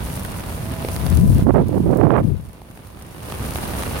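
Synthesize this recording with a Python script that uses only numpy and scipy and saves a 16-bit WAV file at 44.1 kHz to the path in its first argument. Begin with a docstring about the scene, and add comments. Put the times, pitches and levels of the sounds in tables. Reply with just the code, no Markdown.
"""Steady rain on a campsite tarp, heard from just beneath it on a stereo microphone. Each drop thumps the taut
sheet, taps it and bursts into fine spray; a few land very close. A gust buffets the left microphone port, then
the right one, hard enough to overload it. The level drops under the gust, and the rain comes back a little
heavier; a faint whine rises far away."""
import sys
import numpy as np
from scipy import signal
from scipy.fft import rfft, irfft
from scipy.io import wavfile

SR = 44100
rng = np.random.default_rng(int(sys.argv[2]) if len(sys.argv) > 2 else 0)


def wav_record(signal):
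    """Record a signal, one row per channel, as 16-bit PCM in the file named by sys.argv[1]."""
    frames = np.transpose(np.atleast_2d(signal))
    bounded = np.clip(frames, -1, 1)
    # unit amplitude maps onto the largest positive 16-bit level
    quanta = np.round(bounded * 32767).astype(np.int16)
    wavfile.write(sys.argv[1], SR, quanta)


N = 176400


# Rain across the tarp. Each row: time in seconds, relative levels of the taps and the spray in dB.
RAIN_LEVELS = [(.2, -43.5, -40), (.5, -44, -41.5), (.88, -44, -41), (1.05, -43, -39), (1.18, -45.5, -40),
               (1.27, -51.5, -42), (1.415, -44.5, -43.5), (1.455, -58, -51), (1.62, -53.5, -54.5),
               (1.69, -53, -50), (1.98, -53.6, -51), (2.05, -55.5, -54), (2.6, -59, -56.5),
               (3.0, -53.5, -52.5), (3.2, -50, -48), (3.28, -44.5, -42), (3.6, -41, -37), (4.0, -39, -37)]
# The sheet's low drumming overhead. 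Each row: time in seconds, level in dB.
DRUM_LEVELS = [(1.05, -28), (1.45, -40), (2.65, -43), (3.17, -38), (3.29, -32.5), (3.5, -27.5)]

def rain(tap_db=10.0, spray_db=1.5, flurry_db=1.2, thump_top_hz=269, spray_low_hz=4740):
    """Drops all over the tarp: the sheet drums low, taps in the middle and sprays high, in flurries."""
    t = np.arange(N) / SR
    flurries = np.interp(t, t[::256], eddies(t[::256], rate_hz=8))
    thumps = drops(per_s=500, spread_db=3, cap_db=10, decay_s=0.0076, tail_db=-16, wash_db=-10.5)
    taps = drops(per_s=700, spread_db=5, cap_db=14, decay_s=0.0038, tail_db=-3, wash_db=-2)
    spray = drops(per_s=500, spread_db=3, cap_db=14.5, decay_s=0.0011, tail_db=6, wash_db=0.5)
    thump_gain = amp(curve(DRUM_LEVELS, t, column=1))
    tap_gain = amp(curve(RAIN_LEVELS, t, column=1) + tap_db)
    spray_gain = amp(curve(RAIN_LEVELS, t, column=2) + spray_db + flurry_db * flurries)
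    return (thump_gain * unit(tarp(thumps, 42, thump_top_hz))
            + tap_gain * unit(tarp(taps, thump_top_hz, spray_low_hz))
            + spray_gain * unit(tarp(spray, spray_low_hz, 16600)))


def drops(per_s, spread_db, cap_db, decay_s, tail_db, wash_db, patches=12, port_lag_s=0.00036):
    """Drops of random size land on patches all around the microphone, over a wash of far ones."""
    hits = amp(np.minimum(spread_db * rng.exponential(1, N), cap_db))
    hits *= rng.random(N) < per_s / SR
    hits *= rng.choice([-1, 1], N)
    patch, out = rng.integers(0, patches, N), np.zeros((2, N))
    for k, side in enumerate(np.linspace(-1, 1, patches)):
        landed = hits * (patch == k)
        left, right = signal.oaconvolve(landed[None], impact(decay_s, tail_db), axes=1)[:, :N]
        out += [left, np.roll(right, round(side * port_lag_s * SR))]
    wash = amp(wash_db) * rng.standard_normal((2, N))
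    return unit(unit(out) + wash)


def impact(decay_s, tail_db):
    """One drop lands: a click and a short random rattle, different at each port."""
    t = np.arange(2048) / SR
    tail = rng.standard_normal((2, len(t))) * np.exp(-t / decay_s)
    return (t == 0) + amp(tail_db) * tail / np.linalg.norm(tail[0])


# Colour of the rain from under the sheet. Each row: frequency in Hz, gain in dB.
TARP_COLOUR = [(25, -5.5), (42, -3), (65, 0), (110, -2.5), (175, -5), (300, -11.5), (450, -13.5),
               (700, -15.5), (1050, -18), (1500, -21.5), (2400, -25), (4400, -31.5), (7000, -36),
               (8200, -32.5), (9400, -26), (11500, -30), (15500, -30.5)]
# Balance of the two microphone ports. Each row: frequency in Hz, left minus right in dB.
PORT_BALANCE = [(100, -2), (200, -2), (700, -1), (2300, -1), (4400, -6), (6000, -8), (7300, -6), (8500, 8),
                (9400, 3.5), (12000, 2.5), (15000, 0.5)]

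def tarp(clicks, low_hz, high_hz):
    """Gives clicks the colour of one band of the tarp, as each port hears it."""
    hz = abs(np.fft.fftfreq(4096, 1 / SR)) + 1
    band = 1 / np.sqrt((1 + (low_hz / hz) ** 6) * (1 + (hz / high_hz) ** 6))
    gain = band * amp(spectrum(TARP_COLOUR, hz)) * lean(spectrum(PORT_BALANCE, hz))
    log_gain = np.log(np.maximum(gain, 1e-5))
    minimum_phase = np.exp(np.conj(signal.hilbert(log_gain)))  # nothing rings before the hit
    response = np.fft.ifft(minimum_phase).real[:, :2048]
    return signal.fftconvolve(clicks, response, axes=1)[:, :clicks.shape[1]]


# Heavy drops close overhead. Each row: start in seconds, peak of the push in dB, its pitch in Hz,
# peak of the tap in dB, peak of the splash in dB.
HEAVY_DROPS = [(0.2495, -22, 700, -19, -14), (0.8483, -11, 484, -18.5, -25), (0.8866, -15, 533, -16, -15.5),
               (0.9635, -26, 606, -18.5, -12.5), (1.0654, -13.5, 587, -17, -10.5),
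               (2.6178, -26, 740, -33.5, -36), (2.7741, -28.5, 755, -31, -31), (3.3228, -15, 855, -15, -22),
               (3.5578, -13.5, 746, -15.5, -13), (3.8235, -20, 800, -14.5, -21),
               (3.8352, -16, 1100, -13, -14)]

def heavy_drops(ring_cycles=0.64, lean_db=-0.5):
    """Just above the microphone the sheet dips and swings back, with a sharp tap and a brief splash."""
    out, t = np.zeros((2, N)), np.arange(2048) / SR
    for start, push_db, hz, tap_db, splash_db in HEAVY_DROPS:
        push = np.tile(np.sin(2 * np.pi * hz * t) * np.exp(-hz * t / ring_cycles), (2, 1))
        tap = tarp(impact(decay_s=0.002, tail_db=2), low_hz=900, high_hz=5200)
        splash = tarp(impact(decay_s=0.00098, tail_db=-6), low_hz=3000, high_hz=13000)
        for part, db in ((push, push_db), (tap, tap_db), (splash, splash_db)):
            add(out, start, amp(db) * part / abs(part).max())
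    return out * lean(lean_db)


# Small drops close to the ports. Each row: start in seconds, relative peak in dB.
SMALL_DROPS = [(0.155, -21), (0.194, -27), (0.2334, -25), (0.3172, -24), (0.957, -23), (1.0998, -19),
               (1.114, -26), (1.151, -24), (1.1714, -19), (1.6836, -29.5), (1.7815, -36), (1.91, -34),
               (1.9716, -26), (2.241, -37), (3.023, -28.5), (3.5076, -20)]

def small_drops(trim_db=3, delay_s=0.00061):
    """Each drop bursts beside the microphone in a crisp tick of spray."""
    out = np.zeros((2, N))
    for start, db in SMALL_DROPS:
        splash = tarp(impact(decay_s=0.0017, tail_db=20), low_hz=4800, high_hz=22000)
        add(out, start + delay_s, amp(db + trim_db) * splash / abs(splash).max())
    return out


# Wind on the left port and on the right. Each row: time in seconds, relative level in dB,
# corner of the rumble in Hz.
GUST_LEFT = [(.85, -34.5, 125), (1.06, -21, 130), (1.13, -10.5, 137), (1.2, -9.5, 130), (1.275, -9, 166),
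             (1.39, -15.5, 160), (1.48, -30.5, 151), (1.6, -20, 200), (1.66, -25, 111), (1.77, -27, 169),
             (1.84, -21.5, 130), (2.0, -29.5, 160), (2.12, -28, 202), (2.3, -13, 196), (2.38, -26.5, 105),
             (2.56, -49, 99)]
GUST_RIGHT = [(1.08, -29, 100), (1.2, -20.5, 90), (1.32, -17, 80.6), (1.44, -16, 150), (1.468, -8, 324),
              (1.508, -11.5, 452), (1.518, -18, 130), (1.538, -12, 170), (1.548, -10, 605),
              (1.622, -11.5, 437), (1.64, -20.5, 151), (1.69, -20.5, 220), (1.775, -15.5, 453),
              (1.82, -20, 153), (1.845, -17, 290), (1.935, -13.5, 500), (2.002, -15.5, 413),
              (2.014, -8.5, 584), (2.088, -12, 400), (2.11, -13, 606), (2.16, -11.5, 786),
              (2.208, -16, 690), (2.225, -22, 160), (2.3, -33.5, 110), (2.5, -39, 110)]

def gust(ceiling=0.91, port_hz=3200):
    """Wind straight on the microphone: its peaks overload softly and the ports dull it."""
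    rumble = np.array([turbulence(GUST_LEFT, trim_db=1.5), turbulence(GUST_RIGHT, trim_db=2)])
    overloaded = ceiling * np.tanh((rumble + slaps() + thuds()) / ceiling)
    return signal.sosfilt(signal.butter(3, port_hz, fs=SR, output="sos"), overloaded)


def turbulence(table, trim_db, low_hz=79.5, slope=3.35, swirl_db=2.03, crackle_db=-0.5, bands=22):
    """Air at one port: a rumble whose corner climbs as the air speeds up, crackling above it."""
    t, hz = np.arange(N) / SR, np.fft.rfftfreq(N, 1 / SR)
    slow = t[::32]
    swirl = eddies(slow, rate_hz=45.06)  # shakes both the corner and the level
    corner_hz = curve(table, slow, column=2) * np.exp(0.11 * swirl)
    level = amp(curve(table, slow, column=1) + trim_db + swirl_db * swirl)
    blowing = (slow > table[0][0]) & (slow < table[-1][0])
    centres = np.geomspace(20, 8000, bands)
    band_hz = centres[:, None]
    gains = np.sqrt(band_hz / (1 + (low_hz / band_hz) ** 4))
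    gains = gains / (1 + (band_hz / corner_hz) ** slope)
    gains *= blowing * level / np.linalg.norm(gains, axis=0)
    crackle = eddies(slow, rate_hz=130) - 0.5  # the finest eddies come in bursts
    gains *= amp(crackle_db * crackle * band_hz / (band_hz + 2 * corner_hz))
    out = np.zeros(N)
    for gain, weight in zip(gains, np.eye(bands)):
        band = np.sqrt(np.interp(hz, centres, weight, left=0, right=0))
        noise = unit(irfft(rfft(rng.standard_normal(N)) * band, N))
        out += np.interp(t, slow, gain) * noise
    return out


# Sharp slaps of air on the right port. Each row: centre in seconds, peak before overload in dB,
# pitch in Hz.
AIR_SLAPS = [(1.395, -11.5, 334), (1.469, -6.5, 530), (1.507, -4, 680), (1.551, -8, 650), (1.693, -11, 330),
             (1.78, -13, 580), (2.013, -1, 760), (2.069, -1, 550), (2.106, 0, 746), (2.165, -5, 940)]

def slaps():
    """Eddies break on the right port: one round swing of pressure each."""
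    out, t = np.zeros((2, N)), np.arange(N) / SR
    for centre, db, hz in AIR_SLAPS:
        angle = 2 * np.pi * hz * (t - centre)
        slap = angle * np.exp(-angle ** 2 / 2)
        out[1] += amp(db) * slap / abs(slap).max()
    return out


# Large eddies against the microphone. Each row: centre in seconds, port (0 left, 1 right),
# peak before overload in dB, pitch in Hz.
AIR_THUDS = [(1.189, 0, -3, 112), (1.242, 0, -1.5, 188), (2.037, 1, -1, 288), (2.065, 1, -6.5, 148)]

def thuds(width_cycles=1.6):
    """Each large eddy swings the pressure at its port for a few cycles."""
    out, t = np.zeros((2, N)), np.arange(N) / SR
    for centre, port, db, hz in AIR_THUDS:
        cycles = (t - centre) * hz
        out[port] += amp(db) * np.exp(-(cycles / width_cycles) ** 2) * np.sin(2 * np.pi * cycles)
    return out


# A faint whine far from the camp. Each row: time in seconds, levels of harmonics 2 and 3 in dB.
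WHINE_LEVELS = [(0, -66, -51.5), (.55, -50.5, -57), (.8, -41.5, -48.5), (1.35, -47.5, -52.5),
                (1.5, -57, -51.5), (2.7, -64, -70), (3.3, -89, -74)]

def far_whine(fundamental_hz=325.8, rise_hz_per_s=3.6, waver_depth=0.0045, stretch=1.013):
    """Perhaps a distant engine: two thin tones climb slowly and waver, the upper slightly sharp."""
    t = np.arange(N) / SR
    waver = np.interp(t, t[::256], eddies(t[::256], rate_hz=8))
    hz = (fundamental_hz + rise_hz_per_s * t) * (1 + waver_depth * waver)
    phase = 2 * np.pi * np.cumsum(hz) / SR
    lower = amp(curve(WHINE_LEVELS, t, column=1)) * np.sin(2 * phase)
    upper = amp(curve(WHINE_LEVELS, t, column=2)) * np.sin(3 * stretch * phase)
    return np.sqrt(2) * (lower + upper)


def eddies(t, rate_hz, count=40):
    """Quick random swirl of rms 1."""
    rates = np.geomspace(rate_hz / 4, rate_hz * 2, count)
    return unit(np.sin(2 * np.pi * (rates[:, None] * t + rng.random((count, 1)))).sum(0))


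def amp(db):
    """Decibels to gain."""
    return 10 ** (np.asarray(db) / 20)


def lean(db):
    """Left and right gains, db apart."""
    return amp(np.array([[0.5], [-0.5]]) * db)


def unit(x):
    """Scales to rms 1."""
    return x / np.sqrt(np.mean(x ** 2) + 1e-20)


def spectrum(table, hz):
    """Reads a table on a log-frequency axis."""
    table_hz, db = np.transpose(table)
    return np.interp(np.log(hz + 1), np.log(table_hz), db)


def curve(table, t, column):
    """Reads one column of a time table."""
    table = np.array(table)
    return np.interp(t, table[:, 0], table[:, column])


def add(mix, start_s, sound):
    """Mixes a stereo sound in at start_s."""
    part = mix[:, max(round(start_s * SR), 0):][:, :sound.shape[1]]
    part += sound[:, :part.shape[1]]


def scene():
    """Under the tarp: rain overhead, the whine far off and the gust on the microphone."""
    return rain() + heavy_drops() + small_drops() + far_whine() + gust()


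def record(dry):
    """The recorder passes nothing above its band limit."""
    lowpass = signal.firwin(511, 15950, window=("kaiser", 9), fs=SR)
    return signal.oaconvolve(dry, lowpass[None], "same")


dry = scene()
out = record(dry)
wav_record(out)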